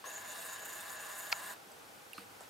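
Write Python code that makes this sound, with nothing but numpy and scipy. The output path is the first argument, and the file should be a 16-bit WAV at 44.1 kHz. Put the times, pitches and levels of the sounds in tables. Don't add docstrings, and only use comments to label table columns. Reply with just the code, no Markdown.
import sys
import numpy as np
from scipy import signal
from scipy.fft import rfft, irfft, next_fast_len
from scipy.io import wavfile
from scipy.ndimage import map_coordinates

SR = 44100
rng = np.random.default_rng(int(sys.argv[2]) if len(sys.argv) > 2 else 0)


def inscribe(sig):
    pcm = np.round(np.clip(np.atleast_2d(sig).T, -1, 1) * 32767)
    wavfile.write(sys.argv[1], SR, pcm.astype(np.int16))


def how_loud(loudness_db):
    steps = np.asarray(loudness_db, float) / 20
    return 10 ** steps


N = 109897

# frequency in Hz, level in dB.
BROAD = [(300, 3), (1000, -15), (2000, -13), (5500, -38), (9000, -13), (15000, -24.5)]
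# frequency in Hz, side over middle in dB.
MOTOR_SIDE = [(60, -3), (130, 2), (290, -7), (640, -1), (1410, -6), (3100, -7.5), (6820, -14), (15000, -28)]
# frequency in Hz, side over middle in dB.
SNAP_SIDE = [(600, 3), (2000, -5), (5000, -11), (12000, -9)]


def unit(x):
    return x / np.sqrt(np.mean(x ** 2) + 1e-20)


def along(points, hz):
    f, value = np.transpose(points)
    return np.interp(np.log(hz + 1), np.log(f + 1), value)


def wobble(rate):
    return map_coordinates(rng.standard_normal(N // 100), [np.arange(N) * rate / SR])


def filtered(x, response):
    m = next_fast_len(N + 8192)
    hz = np.fft.rfftfreq(m, 1 / SR)
    return irfft(rfft(x, m) * response(hz), m)[..., :N]


def modes(table):
    def response(f):
        total = 0
        for k, (centre, width, db) in enumerate(table):
            drag = 1j * f * width
            total = total + (-1) ** k * how_loud(db) * drag / (centre * centre - f * f + drag)
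        return total
    return response


def twice_through(hz, width, db=0):
    return lambda f: modes([(hz, width, db)])(f) ** 2


def spread(pair, side):
    s = filtered(pair[1], lambda hz: how_loud(along(side, hz)))
    return np.array([pair[0] + s, pair[0] - s])


def noise():
    return rng.standard_normal((2, N))


def shell(x):
    return filtered(x, lambda hz: (1j * hz / (475 + 1j * hz)) ** 4)


def motor():
    start_s, stop_s, coast_s = .040, 1.536, .012
    first_hz, cruise_hz, spinup_s = 100, 178.4, .1
    steps_per_turn, turn_db = 6, 1
    # time in seconds, rub level in dB, whine level in dB.
    screw_levels = [(0.05, -62, -56), (0.062, -54.5, -54), (0.174, -55.5, -46), (0.236, -58, -63),
                    (0.314, -52, -47), (0.352, -51.5, -61.5), (0.538, -51, -51.5), (0.58, -56, -53.5),
                    (0.772, -50, -51.5), (0.83, -54, -60), (1.248, -51, -52.5), (1.31, -56, -60),
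                    (1.328, -47, -49.5), (1.336, -56, -59), (1.356, -53, -49), (1.402, -51.5, -63),
                    (1.526, -50, -58), (1.54, -58, -82)]
    t = np.arange(N) / SR
    age = np.clip(t - start_s, 0, None)
    step_rate = cruise_hz - (cruise_hz - first_hz) * np.exp(-age / spinup_s)
    steps = np.cumsum((t > start_s) * step_rate) / SR
    on = np.clip(age / 0.00081, 0, 1) * np.exp(-np.clip(t - stop_s, 0, None) / coast_s)
    turn = how_loud(turn_db * np.sin(2 * np.pi * steps / steps_per_turn))
    pulse = unit(np.exp(-3 * (steps % 1)))

    def gated(share):
        return turn * (share * pulse + 1 - share) * noise()

    s, rub_db, whine_db = np.transpose(screw_levels)
    rub_db, whine_db = np.interp(t, s, rub_db), np.interp(t, s, whine_db)
    grip_rub_db, grip_whine_db = squeaks(t)
    low = barrel(gated, turn, steps, t, age, rub_db)
    rub = screw_rub(gated, turn) * how_loud(rub_db + grip_rub_db)
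    whine = screw_whine(gated, age) * how_loud(whine_db + grip_whine_db)
    high = (rub + whine) * np.clip((age - .01) / 0.0047, 0, 1)
    return spread(on * (low + high), MOTOR_SIDE)


def barrel(gated, turn, steps, t, age, rub_db):
    step_gate, step_db, rub_shakes = 0.17, -48, 0.2
    kick_db, kick_s = 0, 0.023
    # frequency in Hz, width in Hz, level in dB.
    barrel_modes = [(450, 38, -0.5), (655, 118, 4), (820, 51, 1), (1010, 74, 1.5), (1121, 100, -1.5),
                    (1230, 170, -17), (1404, 110, -5), (1660, 130, -12), (1970, 220, -14), (2675, 203, -6),
                    (3473, 220, -13.5), (3705, 190, -15.5), (4470, 106, -23.5)]
    push = gated(step_gate)
    ring = 0
    for mode in barrel_modes:
        ring = ring + filtered(push * binding(mode[0], t) * how_loud(0.6 * wobble(13)), modes([mode]))
    between = filtered(gated(0.2), lambda hz: how_loud(along(BROAD, hz)) * (hz < 6000))
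    ring = shell(unit(ring + between)) * how_loud(step_db)
    tones = turn * (knocks(steps, t) + ridges(t))
    shake_db = rub_shakes * (rub_db - np.mean(rub_db)) + kick_db * np.exp(-age / kick_s)
    return (ring + tones) * how_loud(shake_db)


def knocks(steps, t):
    knock_hz, knock_db, scatter_db = 1699, -54.5, 2
    rise, fall = 0.068, 0.79
    draw = rng.standard_normal((2, 600, 3))[:, steps.astype(int)]
    part = steps % 1
    shape = (1 - np.exp(-part / rise)) * np.exp(-fall * part) * (1 - part) ** 0.38
    tone = np.sin(2 * np.pi * knock_hz * t + 9 * draw[..., 0] + 0.64 * part * draw[..., 1])
    return how_loud(knock_db) * unit(shape * tone * how_loud(scatter_db * draw[..., 2]))


def ridges(t):
    # frequency in Hz, pitch wander in Hz, level in dB.
    ridge_tones = [(647.6, 30, -63), (818, 34.7, -66), (1022.5, 35, -60), (1696, 60, -61)]
    out = 0
    for hz, wander, db in ridge_tones:
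        pitch = [hz + wander * wobble(90), hz + wander * wobble(90)]
        tone = np.sin(2 * np.pi * np.cumsum(pitch, axis=1) / SR)
        out = out + how_loud(db + wobble(25.45)) * binding(hz, t) * tone
    return out


def binding(hz, t):
    # time in seconds, length in seconds, frequency in Hz, level change in dB.
    binds = [(.066, .012, 2700, 6), (.11, 0.012, 2700, 8), (.26, .03, 1020, 3), (0.305, 0.01, 2700, 7),
             (.33, .17, 1700, 2.5), (.337, .008, 2700, 5), (0.39, 0.11, 4100, 8), (.42, .025, 1020, -3),
             (0.422, 0.015, 2700, 7), (.48, .015, 2700, 3), (.51, .04, 1020, 2), (.53, .03, 4100, 4),
             (0.552, 0.015, 2700, 4.5), (.585, .01, 2700, 6), (.654, .012, 2700, 4), (0.797, .012, 2700, 7),
             (0.815, 0.022, 3700, 10), (.884, .015, 3700, 10), (0.905, 0.025, 1020, 5),
             (1.098, 0.038, 1130, 5.5), (1.27, .012, 2700, 5), (1.4, 0.15, 950, 4), (1.48, 0.07, 3700, 4),
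             (1.508, 0.035, 1000, 3)]
    boost_db = 0
    for s, length, at, db in binds:
        if abs(np.log(hz / at)) < 1 / 6:
            boost_db = boost_db + db * np.exp(-((t - s) / length) ** 2)
    return how_loud(boost_db)


def screw_rub(gated, turn):
    rub_gate, rub_turn = 0.15, 1.7
    # frequency in Hz, width in Hz, level in dB.
    screw_modes = [(8060, 370, 3.5), (7950, 160, -9), (9140, 350, 4), (10300, 800, -44), (11760, 610, -4.5),
                   (12540, 560, 2.5), (14100, 650, -18)]
    roughness = how_loud(2.1 * wobble(70.1) + 1.54 * wobble(39.98))
    scrape = gated(rub_gate) * turn ** rub_turn * roughness
    rub = sum(filtered(scrape * how_loud(1.1 * wobble(14.3)), modes([mode])) for mode in screw_modes)
    between = filtered(scrape[:, ::-1], lambda hz: how_loud(along(BROAD, hz) + 14.5))
    return unit(filtered(rub + between, lambda hz: 1 / (1 + (5000 / (hz + 1)) ** 6)))


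def screw_whine(gated, age):
    rise, rise_s = 0.13, 0.035
    # frequency in Hz, width in Hz, level in dB.
    whine_modes = [(7000, 290, 8), (6690, 1080, -2.5)]
    flutter = how_loud(1.6 * wobble(55))
    band = lambda hz: modes(whine_modes)(hz) / (1 + ((hz - 6800) / 1100) ** 4)
    sing = filtered(gated(0.22) * flutter, band)
    warp = np.arange(N) + rise * rise_s * SR * np.exp(-age / rise_s)
    return unit(np.array([map_coordinates(channel, [warp]) for channel in sing]))


def squeaks(t):
    # time in seconds, length in seconds, rub change in dB, whine change in dB.
    grips = [(.075, 0.017, 2.5, 3.5), (.09, .01, -2, -0.5), (0.109, .012, 0, -5), (0.153, 0.022, 2.5, 0),
             (0.202, .012, 4, -3.5), (.244, 0.0053, 0, 8), (0.395, 0.013, 1, 5), (0.47, 0.011, 4.5, -6),
             (.59, .015, 0, -3.5), (.626, 0.013, -3.5, -3), (.654, .012, 4, 2.5), (0.676, .008, 0, -4),
             (0.8, .008, 0, -5), (0.81, .008, 2, 4), (0.86, 0.023, 1.5, -2), (0.901, 0.013, 0, 7),
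             (0.979, 0.017, -7, 2), (1.01, 0.011, 4.5, 2.5), (1.086, 0.046, 0.5, -2), (1.158, 0.018, 1, -3),
             (1.198, .02, 0.5, 3.5)]
    return sum(np.outer([rub, whine], np.exp(-((t - s) / length) ** 2)) for s, length, rub, whine in grips)


def rocker():
    snap_s, snap_db, snap_rise_s = 1.3265, -16, 0.00038
    slip_s, slip_db, crack_db = .0045, -18, -14
    # frequency in Hz, level in dB, time to fall 60 dB in seconds.
    rocker_tones = [(800, -9.5, 0.023), (959, -5, 0.017), (1367, -10.5, 0.034), (1920, -11, 0.0117),
                    (2274, -1, 0.012), (2430, -3, .009), (2970, -20, 0.0047), (4350, -5, 0.008),
                    (4610, -2, 0.0076), (5030, -5.5, 0.007), (14100, -14, .004)]
    t = np.arange(N) / SR - snap_s
    after = np.clip(t, 0, None)
    ring = np.zeros((2, N))
    for hz, db, t60 in rocker_tones:
        for channel, lag in enumerate((np.pi / 2, 0)):
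            ring[channel] += how_loud(db - 60 * after / t60) * np.sin(2 * np.pi * hz * after + lag)
    crack = unit(filtered(noise(), modes([(2400, 3200, 3), (4700, 1800, -7), (14500, 2500, 1)])))
    crack = how_loud(crack_db - 60 * after / 0.0066) * crack
    thin = unit(filtered(noise(), twice_through(4900, 1300)))
    thick = unit(filtered(noise(), twice_through(2000, 1700, 1)))
    growth = np.exp(np.clip(t, None, 0) / slip_s)
    slip = how_loud(slip_db) * (how_loud(-7) * thin + 1.4 * thick * growth) * (t > -2 * slip_s) * (t < 0)
    snap = (ring + crack) * (1 - np.exp(-after / snap_rise_s))
    return spread(how_loud(snap_db) * (snap + slip), SNAP_SIDE)


def fingers():
    # time in seconds, peak in dB, frequency in Hz, time to fall 60 dB in seconds,
    # left over right in dB.
    ticks = [(0.0414, -37.5, 1083, 0.037, 7), (0.0514, -39.5, 1700, 0.013, 10), (.066, -46, 520, .05, 0),
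             (1.560, -54, 3750, 0.02, .5), (1.561, -53, 2500, 0.016, -3), (1.709, -51, 590, 0.051, 5),
             (1.716, -50.5, 8050, .025, -2), (1.717, -56, 4900, .04, -2), (2.1326, -32, 2740, 0.013, -7),
             (2.135, -46, 2480, .015, -5), (2.148, -48, 650, .015, 0), (2.1806, -45, 2700, .012, -5),
             (2.1808, -32.5, 1230, 0.016, -7), (2.182, -51, 198, 0.22, -3), (2.183, -45, 287, 0.041, -3),
             (2.1843, -38, 1450, 0.011, -14), (2.4075, -48, 1300, .015, -2), (2.4078, -43.5, 620, 0.03, -2),
             (2.4265, -43, 750, .012, -2), (2.434, -51, 3800, .015, 0), (2.44, -48, 1250, .015, 0)]
    # time in seconds, length in seconds, level in dB, centre in Hz, width in Hz.
    slides = [
        (.068, .022, -51, 480, 500),
        (1.715, .04, -67, 8000, 600),
        (2.136, .095, -58.5, 4350, 1000),
        (2.165, .1, -67, 8600, 1200),
        (2.168, .07, -60, 11000, 7000),
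        (2.175, .07, -58, 1800, 2600),
        (2.401, .07, -58, 900, 1200),
        (2.411, .05, -61, 8200, 4500),
    ]
    # time in seconds, peak in dB, centre in Hz, width in Hz,
    # time to fall 60 dB in seconds.
    cracks = [
        (2.1322, -45, 11400, 8000, 0.01),
        (2.1785, -51, 4200, 1300, 0.035),
        (2.1805, -49, 1500, 2000, .03),
        (2.4075, -43.5, 7300, 3500, 0.007),
        (2.43, -58, 1100, 1200, 0.06),
    ]
    out, t = np.zeros((2, N)), np.arange(N) / SR
    for s, db, hz, t60, pan_db in ticks:
        age = np.clip(t - s, 0, None)
        tone = (1 - np.exp(-age / 0.00066)) * np.sin(2 * np.pi * hz * age)
        out += how_loud(db - 60 * age / t60) * tone * how_loud([[pan_db / 2], [-pan_db / 2]])
    for s, length, db, hz, width in slides:
        u = np.clip((t - s) / length, 0, 1)
        rub = unit(filtered(noise() * how_loud(2.5 * wobble(250)), twice_through(hz, width)))
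        out += spread(how_loud(db) * rub * np.minimum(8 * u, 1) * np.sqrt(1 - u), MOTOR_SIDE)
    for s, db, hz, width, t60 in cracks:
        burst = unit(filtered(noise(), twice_through(hz, width)))
        fade = how_loud(db - 60 * np.clip(t - s, 0, None) / t60) * (t > s)
        out += spread(fade * burst, SNAP_SIDE)
    return out


def room():
    air_db, hiss_db, line_hz, line_db = -61, -59.5, 12000, -73.5
    # frequency in Hz, level in dB per Hz.
    air_colour = [(15, -55), (25, -24), (92, -11), (127, -9), (295, -5.5), (484, -6.5), (615, -5.5),
                  (824, -7), (1500, -7), (1950, -40), (3300, -120)]
    # frequency in Hz, level in dB per Hz.
    hiss_colour = [(880, -64), (1500, -3.5), (1670, -2), (5300, -7.5), (11500, -9.5), (12300, -11),
                   (15900, -15.5)]
    # frequency in Hz, width in Hz, level in dB.
    drone = [(100.9, 3.7, -82), (475, 25, -69), (801, 40, -67)]
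    # frequency in Hz, side over middle in dB.
    room_side = [(30, -7), (60, -15), (130, -7), (290, -2.5), (640, -2), (1410, 1.5), (3100, -2.5),
                 (6820, -7), (15000, -16.5)]
    air = unit(filtered(noise(), lambda hz: how_loud(along(air_colour, hz))))
    air = how_loud(air_db + 0.74 * wobble(6.0)) * air
    hiss = how_loud(hiss_db) * unit(filtered(noise(), lambda hz: how_loud(along(hiss_colour, hz))))
    hum = sum(how_loud(db) * unit(filtered(noise(), modes([(hz, width, 0)]))) for hz, width, db in drone)
    line = how_loud(line_db + wobble(20)) * np.sin(2 * np.pi * line_hz * np.arange(N) / SR)
    return spread(air + hiss + hum, room_side) + line


def scene():
    touch = filtered(fingers(), lambda hz: (1j * hz / (110 + 1j * hz)) ** 2)
    return motor() + shell(rocker()) + touch + room()


def low_pass(x):
    return signal.sosfilt(signal.butter(12, 15850, fs=SR, output="sos"), x)


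def record(dry):
    mix = filtered(dry, lambda hz: hz < 15830)
    return low_pass(mix)


dry = scene()
out = record(dry)
inscribe(out)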